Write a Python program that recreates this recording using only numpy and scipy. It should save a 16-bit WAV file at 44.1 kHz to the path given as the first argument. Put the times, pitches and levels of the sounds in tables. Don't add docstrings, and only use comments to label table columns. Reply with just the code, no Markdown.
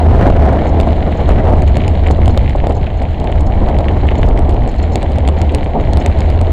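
import sys
import numpy as np
from scipy import signal
from scipy.fft import rfft, irfft
from scipy.io import wavfile
from scipy.ndimage import uniform_filter1d

SR = 44100
rng = np.random.default_rng(int(sys.argv[2]) if len(sys.argv) > 2 else 0)


def pcm_store(signal):
    levels = np.round(np.clip(np.atleast_2d(signal), -1, 1) * 32767)
    wavfile.write(sys.argv[1], SR, levels.astype(np.int16).T)


N = 287532

# f/Hz, level/dB
CRUNCH_TONE = [(600, -34), (1300, 2.5), (1900, 6), (2250, 6), (2550, -0.5), (3000, 2), (3600, -4.5),
               (4100, -2.5), (4800, -16), (5800, -30), (7300, -38.5), (10000, -47)]
# f/Hz, level/dB
SAND_TONE = [(3000, 2.5), (5300, -4), (5900, -5.5), (6700, 1), (7400, 0.5), (8200, -12.5), (10000, -16.5),
             (15000, -15)]
# f/Hz, level/dB
POP_TONE = [(500, -14), (1400, -12.5), (2000, 0), (2550, -5), (3050, -3.5), (3800, -14), (5000, -35),
            (7000, -35), (10000, -54)]
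# f/Hz, level/dB
CLACK_TONE = [(500, 13.5), (1500, -4), (2900, 5.5), (3300, 3), (3650, 4), (3900, -3.5), (4400, 3),
              (5650, -15), (7200, -1.5), (7650, -7), (8200, -5), (9150, -10.5), (9800, -25.5),
              (12500, -30.5), (16000, -46.5)]
# f/Hz, level/dB
BUFFET_TONE = [(8, -11), (20, -2), (45, 0), (62, -2.5), (85, -8), (115, -8.5), (170, -19.5), (300, -27.5),
               (600, -87)]
# f/Hz, level/dB
ROAR_TONE = [(50, -18), (120, 2), (210, 3), (320, 0.5), (480, -2), (700, 0.5), (800, -3.5), (950, -10),
             (1200, -20), (1700, -43.5), (3000, -36.5), (6000, -70), (15000, -83)]
# f/Hz, level/dB
TEARING_TONE = [(400, -20.5), (900, -5), (1300, 6), (2000, 2), (3000, -19.5), (5000, -23), (9000, -38.5),
                (15000, -61)]
# f/Hz, level/dB, time to fade by 60 dB/s
BELL_NOTES = [(4250, 2.5, 0.03), (5270, -4, 0.031), (6000, -11, .02), (6480, -1.5, 0.028),
              (7100, -3.5, 0.045), (7300, -5.5, 0.03), (7560, -10, 0.021), (8250, -18, .02)]
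# t/s, mount shake level/dB, tyre crunch level/dB
ROUGHNESS = [(0, -9, -36.5), (.48, -9.5, -43), (1.05, -14, -38), (1.45, -11, -41.5), (1.9, -15.5, -40),
             (2.4, -7.5, -41), (2.53, -17.5, -41), (2.8, -20, -43), (3.15, -16.5, -42), (3.38, -12, -43),
             (4.17, -12, -41.5), (4.35, -21, -48.5), (4.47, -9.5, -42), (4.62, -22, -43), (4.8, -14, -41),
             (5.55, -13, -41), (5.76, -17.5, -44), (5.87, -15, -40.5), (6.1, -8, -37), (6.52, -11, -41)]
# t/s, level/dB
LARGE_STONES = [(0.5892, -23), (1.124, -20.5), (1.2895, -16.5), (1.3118, -16.5), (1.7546, -21.5),
                (1.8372, -21.5), (2.0663, -16), (2.477, -19), (2.495, -21), (2.6008, -20.5), (3.144, -27),
                (3.272, -22), (3.3238, -20.5), (3.6864, -22), (3.883, -14.5), (4.087, -13), (4.1126, -21),
                (4.23, -14.5)]
# t/s, level/dB
BELL_JOLTS = [(0.6908, -35.5), (1.6777, -36), (2.109, -25), (2.3062, -39), (2.7656, -37.5), (3.465, -38),
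              (4.1794, -33.5), (4.2562, -35), (4.6894, -37), (4.783, -39), (4.826, -31), (4.919, -33),
              (4.9316, -35), (5.999, -35)]
# t/s, clack level/dB, hollow housing knock level/dB
BUMPS = [(0.8, -19.5, -7), (0.81, -21.5, -18), (1.29, -26.5, -5), (1.6204, -28.5, -21),
         (1.7685, -19.5, -11), (1.8788, -18.5, -31), (2.072, -30, -15.5), (2.1093, -22, -11),
         (2.2577, -25, -30), (2.2787, -22.5, -11), (2.375, -20.5, -8), (2.6691, -22, -9),
         (3.021, -28.5, -15), (3.1994, -28, -28), (3.242, -30, -23), (3.407, -22.5, -21),
         (3.7869, -23.5, -15), (3.807, -37, -13.5), (4.2312, -30, -13), (4.2866, -25, -17),
         (4.3905, -31, -12.5), (4.4932, -27.5, -19), (4.5418, -27, -31), (4.6756, -25, -16),
         (4.9564, -15.5, -11.5), (5.028, -26.5, -34), (5.1838, -25, -16), (5.2759, -18.5, -13.5),
         (5.2872, -18, -12.5), (5.4156, -17.5, -14), (5.547, -16.5, -15.5), (5.9329, -17, -17.5),
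         (5.9714, -17.5, -12), (6.0608, -16.5, -11), (6.187, -24.5, -34), (6.2052, -19, -21),
         (6.3005, -25, -16), (6.413, -28.5, -16)]
# t/s, buffeting level/dB, roar level/dB
GUSTS = [(0, -26, -16.5), (.1, -6, -12.5), (.3, -7.5, -13.5), (.48, -17.5, -14), (1.12, -17.5, -19),
         (1.32, -9, -16.5), (1.54, -12, -14.5), (1.68, -12, -20.5), (2.02, -15.5, -21), (2.33, -10, -20),
         (2.53, -12, -25), (2.72, -16, -20.5), (3.08, -19.5, -26.5), (3.28, -16, -21), (3.68, -13.5, -17.5),
         (4.0, -18, -18.5), (4.24, -11, -19), (4.5, -14, -18), (4.73, -17.5, -24), (5.03, -18.5, -20),
         (5.48, -20.5, -22), (5.97, -15, -20), (6.52, -17.5, -22)]
# t/s, level/dB, rise time/s
EDDY_BURSTS = [(0.143, -16, 0.0033), (.21, -6, 0.0025), (.264, -6, 0.0075), (.3, -8, 0.0019),
               (0.871, -8.5, 0.0024), (1.305, -8.5, 0.0078), (1.471, -14, 0.019), (2.102, -8, 0.0026),
               (2.187, -14, 0.0026), (2.551, -8, 0.0025), (2.633, -14, 0.0052), (2.695, -10.5, .007),
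               (3.6, -17, 0.019), (4.121, -11, 0.0012), (4.189, -12, 0.0035), (4.28, -14.5, 0.014),
               (5.035, -19, 0.011), (5.102, -18.5, 0.0025), (5.661, -16, 0.0027), (5.74, -13.5, 0.022)]


def gain_of(db):
    return 10 ** (np.asarray(db) / 20)


def evened(x):
    return x / np.sqrt(np.mean(x ** 2) + 1e-20)


def steadied(x, size):
    power = uniform_filter1d(uniform_filter1d(x ** 2, size), size)
    return x / np.sqrt(abs(power) + 1e-20)


def add(mix, s, sound):
    part = mix[max(round(s * SR), 0):][:len(sound)]
    part += sound[:len(part)]


def coloured(x, tone, size=8192):
    hz, db = np.transpose(tone)
    log_hz = np.log(abs(np.fft.fftfreq(size, 1 / SR)) + 1)
    log_gain = np.log(gain_of(np.interp(log_hz, np.log(hz), db)))
    response = np.exp(np.conj(signal.hilbert(log_gain)))
    taps = np.fft.ifft(response).real[:size // 2]
    return signal.fftconvolve(x, taps)[:len(x)]


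def drift(rate_hz):
    hz = np.fft.rfftfreq(N, 1 / SR)
    return evened(irfft(rfft(rng.standard_normal(N)) / (1 + (hz / rate_hz) ** 4), N))


def curve(rows, column):
    rows = np.array(rows)
    return gain_of(np.interp(np.arange(N) / SR, rows[:, 0], rows[:, column]))


def scattered(count, db, spread_db):
    when, size = rng.random((count, 2)).T
    return list(zip(when * N / SR, db + spread_db * np.minimum(-np.log(1 - size), 3)))


def knock(tone, scrape_s, scrape_db, tail_s, tail_db, size=2200):
    t = np.arange(size) / SR
    swell = t / scrape_s * np.exp(1 - t / scrape_s)
    tail = gain_of(tail_db) * np.exp(-t / tail_s)
    grit = rng.choice([-1, 1], size) * (swell + tail)
    blow = np.sinc((t - scrape_s) * SR)
    sound = coloured(blow + gain_of(scrape_db) * grit / np.linalg.norm(grit), tone)
    return sound / np.linalg.norm(sound)


def tyres(grains_per_s=600, spread_db=4.5, grain_s=0.00083, shapes=24,
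          wash_db=-3, crunch_db=1, hiss_db=-17, patch_hz=7, patch_db=1.2):
    t, grains = np.arange(400) / SR, np.zeros(N)
    for shape in rng.standard_normal((shapes, len(t))) * np.exp(-t / grain_s):
        sizes = gain_of(spread_db * np.minimum(rng.exponential(1, N), 4))
        cracks = rng.random(N) < grains_per_s / shapes / SR
        grains += signal.oaconvolve(sizes * cracks, shape)[:N]
    wash = gain_of(wash_db) * rng.standard_normal(N)
    crunch = evened(coloured(evened(grains) + wash, CRUNCH_TONE))
    hiss = gain_of(hiss_db) * evened(coloured(rng.standard_normal(N), SAND_TONE))
    patches = gain_of(crunch_db + patch_db * drift(patch_hz))
    return patches * curve(ROUGHNESS, column=2) * (crunch + hiss)


def stone_pops(pop_db=15, lag_s=.0006):
    out = np.zeros(N)
    for s, db in LARGE_STONES + scattered(count=50, db=-27, spread_db=2.9):
        pop = knock(POP_TONE, scrape_s=0.000706, scrape_db=-0.5, tail_s=0.015, tail_db=-4)
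        add(out, s + lag_s, gain_of(db + pop_db) * pop)
    return out


def bell(bell_db=-10, bounce_s=0.0027, bounce_db=-4, uneven_db=3, touches=5):
    out, t = np.zeros(N), np.arange(SR // 16) / SR
    hz, note_db, fade_s = np.transpose(BELL_NOTES)[:, :, None]
    fade = np.exp(-np.log(1000) * t / fade_s)
    onset = 1 - np.exp(-t / .0003)
    for s, db in BELL_JOLTS + scattered(count=12, db=-43, spread_db=1.8):
        for touch in range(touches):
            phase = rng.random(hz.shape)
            spot = rng.uniform(-1.6, 2.9, hz.shape)
            notes = gain_of(note_db + uneven_db * spot) * fade * np.sin(2 * np.pi * (hz * t + phase))
            when = s + bounce_s * (touch + .5 * rng.random())
            add(out, when, gain_of(db + bell_db + touch * bounce_db) * notes.sum(0) * onset)
    return out


def mount_chatter(shake_power=0.33):
    out = np.zeros(N)
    for s, db in scattered(count=130, db=-24, spread_db=5):
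        tick = knock(CLACK_TONE, scrape_s=0.0012, scrape_db=5, tail_s=.005, tail_db=-18)
        add(out, s, gain_of(db) * tick)
    return out * curve(ROUGHNESS, column=1) ** shake_power


def jolts(half_crossing_s=0.03, clack_power=0.41):
    t, jolt = np.arange(N) / SR, np.zeros(N)
    for s, db, _ in BUMPS:
        swell = gain_of(db * clack_power) / (1 + ((t - s) / half_crossing_s) ** 2)
        jolt = np.maximum(jolt, swell)
    return jolt / jolt.max()


def mount_drone(hz=75, width_hz=8, drone_db=-1.8, rut_hz=7, rut_db=2.5, jolt_db=1.5, rumble_db=-22):
    f, jolt = np.fft.rfftfreq(N, 1 / SR), jolts()
    shake = irfft(rfft(rng.standard_normal(N)) / (1 + 1j * (f - hz) / width_hz) ** 2, N)
    level = curve(ROUGHNESS, column=1) * gain_of(drone_db + rut_db * drift(rut_hz) + jolt_db * jolt)
    rumble = evened(coloured(rng.standard_normal(N), ROAR_TONE))
    return level * steadied(shake, size=3000) + gain_of(rumble_db) * jolt * rumble


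def mount_clacks(clack_db=20, thud_db=9, thud_hz=85, thud_s=0.016,
                 housing_db=6, housing_hz=670, housing_s=0.0022, lag_s=.0004, size=2200):
    out, t = np.zeros(N), np.arange(size) / SR
    thud = -gain_of(thud_db) * np.sin(2 * np.pi * thud_hz * t) * np.exp(-t / thud_s)
    for s, db, hollow_db in BUMPS:
        clack = knock(CLACK_TONE, scrape_s=0.000594, scrape_db=4, tail_s=0.005, tail_db=-14, size=size)
        hit = gain_of(db) * (gain_of(clack_db) * clack + thud)
        hz = housing_hz * rng.uniform(0.87, 1.08)
        housing = np.sin(2 * np.pi * hz * t) * np.exp(-t / housing_s)
        add(out, s + lag_s, hit + gain_of(hollow_db + housing_db) * housing)
    return out


def wind_bursts(burst_db=-1):
    puffs, t = np.zeros(N), np.arange(SR // 4) / SR
    roar = steadied(coloured(rng.standard_normal(N), ROAR_TONE), size=300)
    for s, db, rise_s in EDDY_BURSTS:
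        add(puffs, s, gain_of(db + burst_db) * t / rise_s * np.exp(1 - t / rise_s))
    return puffs * roar


def wind(buffet_db=0.5, roar_db=-1, eddy_hz=45, eddy_db=2, tearing_db=-5, tearing_power=2.21,
         gust_hz=8, buffet_gust_db=2, roar_gust_db=0.98):
    buffet = steadied(coloured(rng.standard_normal(N), BUFFET_TONE), size=3000)
    push = curve(GUSTS, column=1) * gain_of(buffet_gust_db * drift(gust_hz))
    strength = curve(GUSTS, column=2) * gain_of(roar_gust_db * drift(gust_hz))
    flurries = gain_of(eddy_db * drift(eddy_hz))
    roar = strength * steadied(coloured(rng.standard_normal(N) * flurries, ROAR_TONE), size=2200)
    fine_eddies = evened(coloured(rng.standard_normal(N) * flurries ** 2, TEARING_TONE))
    tearing = strength ** tearing_power * fine_eddies
    return gain_of(buffet_db) * push * buffet + gain_of(roar_db) * roar + gain_of(tearing_db) * tearing


def scene():
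    rolling = wind() + wind_bursts() + mount_drone() + tyres()
    return (rolling + mount_clacks() + stone_pops() + bell() + mount_chatter())[None]


def record(dry, drive_db=1.5, ceiling=.705, cutoff_hz=15500):
    clipped = np.clip(dry * gain_of(drive_db), -ceiling, ceiling)
    low_pass = signal.firwin(255, cutoff_hz, window=("kaiser", 9), fs=SR)
    return signal.oaconvolve(clipped, low_pass[None], "same")


dry = scene()
out = record(dry)
pcm_store(out)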